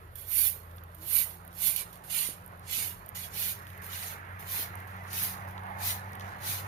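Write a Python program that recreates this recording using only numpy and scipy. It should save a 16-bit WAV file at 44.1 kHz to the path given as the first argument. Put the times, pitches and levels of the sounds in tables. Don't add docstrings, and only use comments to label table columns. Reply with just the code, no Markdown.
import sys
import numpy as np
from scipy import signal
from scipy.fft import rfft, irfft
from scipy.io import wavfile
from scipy.ndimage import uniform_filter1d, map_coordinates

SR = 44100
rng = np.random.default_rng(int(sys.argv[2]) if len(sys.argv) > 2 else 0)


def file_out(sig):
    cols = np.atleast_2d(sig).T
    lim = np.clip(cols, -1, 1)
    pcm = np.round(lim * 32767).astype(np.int16)
    wavfile.write(sys.argv[1], SR, pcm)


N = 294147
TIME = np.arange(N) / SR
BINS = np.fft.rfftfreq(N, 1 / SR)

# t/s, length/s, attack/s, release/s, bristle hiss/dB,
# soil scrape/dB, sparkle of the tips/dB, grind of coarse soil/dB, bite of the stalks/dB,
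# flick (growth of the hiss over the stroke)/dB, settling dust/dB
STROKES = [ (0.335, 0.15, 0.024, 0.021, -26, -43, 1, 2, -5, 0.5, -13),
           (1.143, 0.078, 0.035, 0.015, -21.5, -40, -3, 5.5, -1, -1, -13),
           (1.639, 0.06, 0.025, 0.015, -22.5, -39.5, -4, 3, -2.5, 0, -5.5),
           (2.133, 0.14, 0.018, 0.028, -26, -43, -10.5, 8, -1, 0.5, -15.5),
           (2.71, 0.14, 0.018, 0.034, -31, -41.5, -4.5, 5, -3, 4.5, -16.5),
           (3.355, 0.17, 0.019, 0.015, -38, -45.5, 5, 1, 0, 1, -12.5),
           (3.915, 0.21, 0.014, 0.022, -45, -50, 2, 3, -1, 1, -17),
           (4.495, 0.15, 0.021, 0.021, -42, -47.5, 7, -1, 4, 0, -15),
           (5.155, 0.1, 0.024, 0.039, -35, -42, 2, -2.5, 0, 2, -8.5),
           (5.834, 0.091, 0.017, 0.024, -37, -41, 6, -6.5, 2.5, 1, -14),
           (6.46, 0.094, 0.021, 0.03, -37.5, -43.5, 2, 0, 5.5, 1, -8.5)]
# t/s, length/s, release/s, hiss/dB, scrape/dB, slap of the stalks/dB
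LANDINGS = [(0.154, 0.1, 0.011, -49.5, -64, -56), (1.013, 0.037, .018, -54, -60.5, -54),
            (1.7617, 0.063, 0.0087, -34.5, -46, -18), (1.928, 0.015, 0.031, -49, -58.5, -46),
            (2.038, 0.054, 0.02, -47, -64, -58), (2.099, 0.085, .018, -38.5, -51, -39),
            (3.15, 0.12, .016, -44.5, -51, -42), (3.67, 0.13, 0.02, -63.5, -69, -50),
            (3.818, 0.11, .018, -53, -60.5, -55), (4.393, 0.021, 0.022, -50, -57.5, -56),
            (4.77, .05, .018, -64, -67, -55), (4.873, 0.17, 0.026, -68.5, -69.5, -47),
            (5.136, .008, .018, -50, -57, -45), (5.472, 0.05, .018, -62, -67, -61),
            (6.196, 0.17, 0.016, -67, -64.5, -49)]


def amp(db):
    return 10 ** (np.asarray(db) / 20)


def unit(x):
    return x / np.sqrt(np.mean(x ** 2) + 1e-20)


def curve(rows):
    s, *columns = np.transpose(rows)
    return [np.interp(TIME, s, c) for c in columns]


def spectrum(rows):
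    hz, *columns = np.transpose(rows)
    return np.array([np.interp(np.log(BINS + 1), np.log(hz), c) for c in columns])


def shaped(x, gain):
    return irfft(rfft(x) * gain, N)


def band_rms(x, lo_hz, hi_hz):
    return np.std(shaped(x.mean(0), (BINS > lo_hz) & (BINS < hi_hz)))


def drift(rate_hz):
    return unit(shaped(rng.standard_normal(N), np.exp(-(BINS / rate_hz) ** 2)))


def add(mix, s, sound):
    part = mix[round(s * SR):][:len(sound)]
    part += sound[:len(part)]


def recolour(x, humps, patchy_db):
    hz, s, frames = signal.stft(x, SR, nperseg=1024, noverlap=768)
    hz = hz[:, None] + 1
    at = np.minimum(s * SR, N - 1).astype(int)
    patches = uniform_filter1d(rng.standard_normal(frames.shape), size=2, axis=1)
    patches = unit(uniform_filter1d(patches, size=8, axis=2))
    hump_db = sum(lift[at] * np.exp(-(np.log2(hz / centre) / wide) ** 2) for centre, wide, lift in humps)
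    frames = frames * amp(hump_db + patchy_db * patches)
    return signal.istft(frames, SR, nperseg=1024, noverlap=768)[1][:, :N]


def far_noise(colour, lag_s=0.00038):
    # f/Hz, correlation/0-1
    likeness = [(25, .8), (60, .95), (140, .975), (300, .83), (700, .7), (1500, .66), (3000, .45),
                (8000, .2)]
    # f/Hz, left minus right/dB
    balance = [(200, 0), (550, -1), (900, -4), (1700, -7.5), (2700, -7.5), (5000, -1), (8500, -7),
               (12000, -11), (15000, -3)]
    same, tilt_db = spectrum(likeness)[0].clip(0, 1), spectrum(balance)[0]
    left, unrelated = rfft(rng.standard_normal((2, N)))
    right = (same * left + np.sqrt(1 - same ** 2) * unrelated) * np.exp(-2j * np.pi * BINS * lag_s)
    pair = np.array([left * amp(tilt_db / 2), right * amp(-tilt_db / 2)])
    return irfft(pair * amp(spectrum(colour)), N)


def engine_hum(start_hz=84.04, climb_hz_per_s=1.6, flutter_db=1.82, third_db=-18, lag_s=0.00011):
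    # t/s, level/dB
    firing = [(0, -53.5), (.8, -49.5), (1.5, -58), (2.2, -62.5), (2.7, -53.5), (4.5, -51), (5.1, -46.5),
              (6.1, -44.5), (6.35, -50), (6.67, -41.5)]
    # t/s, level/dB
    octave = [(0, -86), (.5, -64.5), (1.8, -60), (4.6, -61), (5.3, -55), (6.35, -57), (6.67, -70)]
    firing_db, octave_db = curve(firing)[0], curve(octave)[0]
    hz = start_hz + climb_hz_per_s * TIME + .046 * TIME ** 2
    turns = np.cumsum(hz * (1 + .002 * drift(rate_hz=5))) / SR
    angle = 2 * np.pi * np.array([turns, turns - hz * lag_s])
    orders = enumerate([firing_db, octave_db, octave_db + third_db], 1)
    return np.sqrt(2) * sum(amp(db + flutter_db * drift(rate_hz=11)) * np.sin(k * angle)
                            for k, db in orders)


def engine_noise(rumble_db=-63.5, roar_db=-59, swell_db_per_s=0.8542, gust_db=1.01):
    # f/Hz, level/dB
    rumble_colour = [(10, -29), (25, -25), (45, -23), (70, -3.5), (110, 5), (160, -1.5), (215, -7.5),
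                     (260, -17), (400, -39), (900, -53)]
    # f/Hz, level/dB
    roar_colour = [(100, -27), (250, -13.5), (350, -7.5), (550, -4), (850, 0.5), (1300, -1.5), (1900, -3),
                   (2400, -12.5), (3000, -20), (4500, -28.5), (7000, -44), (16000, -47)]
    # t/s, lift/dB
    rasp = [(0, -7.5), (2.7, -7), (3.6, -0.5), (4.05, 3), (4.8, 2), (5.7, 1), (6.67, 0.5)]
    # t/s, lift/dB
    rush = [(0, -8.5), (1.4, -2), (3.6, -3.5), (4.3, -1), (5.3, 0), (5.7, 8), (6.15, 1.5), (6.67, 3.5)]
    rumble, roar = far_noise(rumble_colour), far_noise(roar_colour)
    rumble, roar = rumble / band_rms(rumble, 105, 165), roar / band_rms(roar, 450, 1150)
    roar = recolour(roar, [(1990, 0.63, curve(rasp)[0]), (830, 0.46, curve(rush)[0])], patchy_db=2.5)
    swell_db = swell_db_per_s * TIME
    rumble *= amp(rumble_db + 1.78 * swell_db)
    roar *= amp(roar_db + swell_db + gust_db * drift(rate_hz=17))
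    return rumble + roar


def deep_hum():
    # t/s, f/Hz, level/dB
    course = [(0, 52.5, -60), (1.3, 51.8, -62), (2, 49.7, -62), (2.6, 46, -68), (3.4, 44.7, -82)]
    hz, db = curve(course)
    return np.sqrt(2) * amp(db) * np.sin(2 * np.pi * np.cumsum(hz) / SR)


def open_air(rustle_db=-68):
    # f/Hz, level/dB
    rustle_colour = [(1000, -28), (4000, -27), (6500, -19), (8000, -7), (9500, 8), (12000, 14), (15500, 3)]
    # t/s, level/dB
    wind = [(0, -55.5), (.6, -61), (1.1, -65), (2, -66), (3, -58), (4.5, -60), (6.67, -58)]
    # f/Hz, level/dB
    wind_colour = [(10, -42), (25, -14), (40, -2), (52, -8), (64, -5.5), (110, 0), (300, -72)]
    rustle = recolour(unit(far_noise(rustle_colour)), [], patchy_db=3.5)
    rustle *= amp(rustle_db + 2.5 * drift(rate_hz=16))
    return rustle + amp(curve(wind)[0]) * unit(far_noise(wind_colour))


def yard(x, scatter_db, t60, lag_s=0.00034):
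    t = np.arange(4096) / SR
    taps = rng.standard_normal((2, len(t))) * amp(-60 * t / t60)
    taps *= amp(scatter_db) / np.linalg.norm(taps[0])
    taps[[0, 1], [0, round(lag_s * SR)]] += 1
    return signal.oaconvolve(x[None], taps / np.linalg.norm(taps[0]), axes=1)[:, :N]


def reflected(x, echo_s=.003, swing_s=0.000595, echo_db=-9.5):
    delay_s = np.abs(echo_s + swing_s * drift(rate_hz=1.57))
    return x + amp(echo_db) * map_coordinates(x, [(TIME - delay_s) * SR], order=3)


def ports(x):
    # f/Hz, side left/dB, side right/dB, front left/dB, front right/dB
    broom_colour = [(506, -37, -42, -35, -24), (1080, -35, -33, -22, -20.5), (2260, -32, -17.5, -11, -8.5),
                    (2780, -33, -17, -8, -5.5), (4270, -20, -14.5, -10, -11.5),
                    (4740, -31, -18.5, -10, -15.5), (6300, -24.5, -22.5, -8.5, -12),
                    (6820, -19, -17, -9, -13), (7940, -65, -22, -17, -18.5), (8890, -38, 0, -12, 3.5),
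                    (9500, -26, 4.5, -4, 1), (10850, -17, 5, 0.5, 3.5), (12050, -14, 14.5, -3, 6.5),
                    (13440, -8, 5.5, -2, -1), (15200, -17, 6.5, 2.5, -7)]
    gains = amp(spectrum(broom_colour))
    return shaped(x, gains[:2]), shaped(x, gains[2:])


def turned(side, front):
    # t/s, facing the broom/0-1
    aim = [(1.17, 0.05), (2.2, 0.17), (3.45, 0.44), (4.6, 0.78), (5.2, 0.95)]
    facing = curve(aim)[0].clip(0, 1)
    return side * (1 - facing) + front * facing


def soil_band(split_hz=7980):
    return 1 / (1 + ((BINS + 1) / split_hz) ** 24)


def press(start, length, attack, release):
    rise = 1 + np.tanh((TIME - start) / attack / 2)
    fall = 1 + np.tanh((start + length - TIME) / release / 2)
    return rise * fall / 4


def contact(soil_lead_s=0.002, soil_exponent=0.87, dust_rise_s=0.019, dust_decay_s=0.06):
    hiss, scrape = amp(-76) ** 2, amp(-78.5) ** 2
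    for s, length, attack, release, hiss_db, scrape_db, *_, flick_db, dust_db in STROKES:
        settling = np.exp(-np.maximum(TIME - s - length, 0) / dust_decay_s)
        dust = amp(dust_db) * press(s + length, np.inf, dust_rise_s, 1) * settling
        tips = np.hypot(press(s, length, attack, release), dust)
        soil = np.hypot(press(s - soil_lead_s, length, attack, release), dust)
        progress = np.clip((TIME - s) / length, 0, 1) - .5
        hiss += (amp(hiss_db + flick_db * progress) * tips) ** 2
        scrape += (amp(scrape_db) * soil ** soil_exponent) ** 2
    for s, length, release, hiss_db, scrape_db, _ in LANDINGS:
        force = press(s, length, attack=0.0015, release=release)
        hiss += (amp(hiss_db) * force) ** 2
        scrape += (amp(scrape_db) * force) ** 2
    return 10 * np.log10(hiss), 10 * np.log10(scrape)


def bristles(flicks_per_s=2200, spread_db=1.0, rub_db=-8, clump_db=-1.36):
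    size = amp(spread_db * np.minimum(rng.exponential(1, N), 4)) * rng.choice([-1, 1], N)
    flicks = unit(size * (rng.random(N) < flicks_per_s / SR))
    rubbing = amp(rub_db) * rng.standard_normal(N)
    return (flicks + rubbing) * amp(clump_db * drift(rate_hz=240))


def fan(bundles=3):
    loads = amp(4 * np.array([drift(rate_hz=11) for _ in range(bundles)]))
    loads /= np.linalg.norm(loads, axis=0)
    out = np.zeros((2, N))
    for load, lag_s in zip(loads, np.linspace(.00034, .00046, bundles)):
        out += load * yard(bristles(), scatter_db=6.5, t60=0.075, lag_s=lag_s)
    return np.array([reflected(port) for port in out])


def broom(judder_db=0.52, rasp_db=0.15, firm_db=-47):
    hiss_db, scrape_db = contact()
    views, low = ports(fan()), soil_band()
    hiss = turned(*[shaped(v, 1 - low) / band_rms(v, 9000, 16000) for v in views])
    scrape = turned(*[shaped(v, low) / band_rms(v, 3000, 7200) for v in views])
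    swish = hiss + amp(scrape_db - hiss_db + rasp_db * drift(rate_hz=45)) * scrape
    timbres = [(s + length / 2, sparkle, grind, bite)
               for s, length, *_, sparkle, grind, bite, _, _ in STROKES]
    sparkle_db, grind_db, bite_db = curve(timbres)
    humps = [(14100, 0.39, sparkle_db), (2860, 0.11, grind_db), (4060, 0.078, bite_db)]
    swish = recolour(swish, humps, patchy_db=3.8)
    lightness = np.clip((firm_db - hiss_db) / 20, 0, 1)
    catch_db = lightness * (2 * drift(rate_hz=150) - 2)
    return amp(hiss_db + catch_db + judder_db * drift(rate_hz=13)) * swish


def grit(crumbs_per_s=30, crumb_decay_s=0.001, slap_decay_s=.003):
    # t/s, bright snap/dB, lower body/dB, decay/s
    hits = [(.1555, -31, -35, .002), (.712, -53, -36, .002), (.764, -38, -40, .0004),
            (.770, -45, -44, .002), (.782, -62, -34, .004), (.8368, -36, -31, .0004),
            (.947, -42, -39, .005), (1.4504, -37, -40, .0004), (1.4778, -36, -31, .0004),
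            (1.5287, -40, -37, .0004), (1.9298, -43, -36, .002), (1.957, -37, -27, .0004),
            (1.974, -40, -34, .0004), (2.4624, -33, -42, .0004), (2.4781, -34, -43, .0004),
            (2.5953, -38, -42, .0004), (3.0617, -39, -41, .002), (3.083, -48, -42, .002),
            (3.0907, -25, -41, .0003), (3.6689, -39, -28, .0004), (3.7023, -44, -36, .002),
            (3.7774, -37, -35, .0004), (3.845, -35, -39, .002), (3.8652, -31, -37, .002),
            (4.7551, -30, -36, .0004), (4.802, -44, -43, .002), (4.9654, -40, -40, .0004),
            (5.1318, -22, -27, .0008), (5.19, -13, -22, .0003), (5.236, -13, -22, .0003),
            (5.51, -47, -48, .002), (5.5254, -40, -43, .0004), (5.5795, -50, -30, .0004),
            (5.6361, -40, -40, .0004), (5.6676, -42, -42, .0004), (6.1213, -39, -38, .0004),
            (6.1328, -35, -30, .0004), (6.1537, -33, -31, .0004), (6.1976, -35, -29, .0004),
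            (6.2101, -41, -28, .0004)]
    # f/Hz, level/dB
    grit_colour = [(1500, 4), (3400, 9), (5500, 4), (7500, 4), (9500, 1), (16000, 2)]
    chance = rng.random((round(crumbs_per_s * N / SR), 2))
    crumbs = [(when * N / SR, -60 + 10 * size ** 2, -55 + 10 * size ** 2, crumb_decay_s)
              for when, size in chance]
    slaps = [(s, db, db, slap_decay_s) for s, *_, db in LANDINGS]
    t = np.arange(SR // 40) / SR
    snaps, bodies = np.zeros((2, N))
    for s, snap_db, body_db, decay_s in hits + slaps + crumbs:
        burst = np.exp(-t / decay_s) * rng.choice([-1, 1], len(t))
        add(snaps, s, amp(snap_db) * burst)
        add(bodies, s, amp(body_db) * burst)
    ticks = shaped(snaps, 1 - soil_band()) + shaped(bodies, soil_band())
    ticks = shaped(ticks, amp(spectrum(grit_colour)[0]))
    return turned(*ports(yard(ticks, scatter_db=-13, t60=.06)))


def hoot(start_s=0.94, length_s=0.15, start_hz=290, glide_hz_per_s=434, level_db=-60.5, waver=0.02):
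    t = np.clip(TIME - start_s, 0, length_s)
    hz = (start_hz + glide_hz_per_s * t) * (1 + waver * drift(rate_hz=98))
    swell = np.sqrt(2) * amp(level_db) * np.sin(np.pi * t / length_s)
    return swell * np.sin(2 * np.pi * np.cumsum(hz) / SR)


def knocks():
    # t/s, level/dB
    blows = [(2.289, -40.5), (2.784, -45), (4.595, -42)]
    # f/Hz, level/dB, t60/s
    modes = [(232, -19, 0.032), (301, -3.5, 0.052), (440, 0, 0.019)]
    t, out = np.arange(SR // 6) / SR, np.zeros(N)
    ring = sum(amp(db - 60 * t / t60) * np.sin(2 * np.pi * hz * t) for hz, db, t60 in modes)
    for s, db in blows:
        add(out, s, amp(db) * ring)
    return out


def scene():
    return broom() + grit() + knocks() + hoot() + engine_hum() + engine_noise() + deep_hum() + open_air()


def record(dry, edge_hz=15560):
    lowpass = signal.firwin(511, edge_hz, window=("kaiser", 9), fs=SR)
    return signal.oaconvolve(dry, lowpass[None], "same")


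dry = scene()
out = record(dry)
file_out(out)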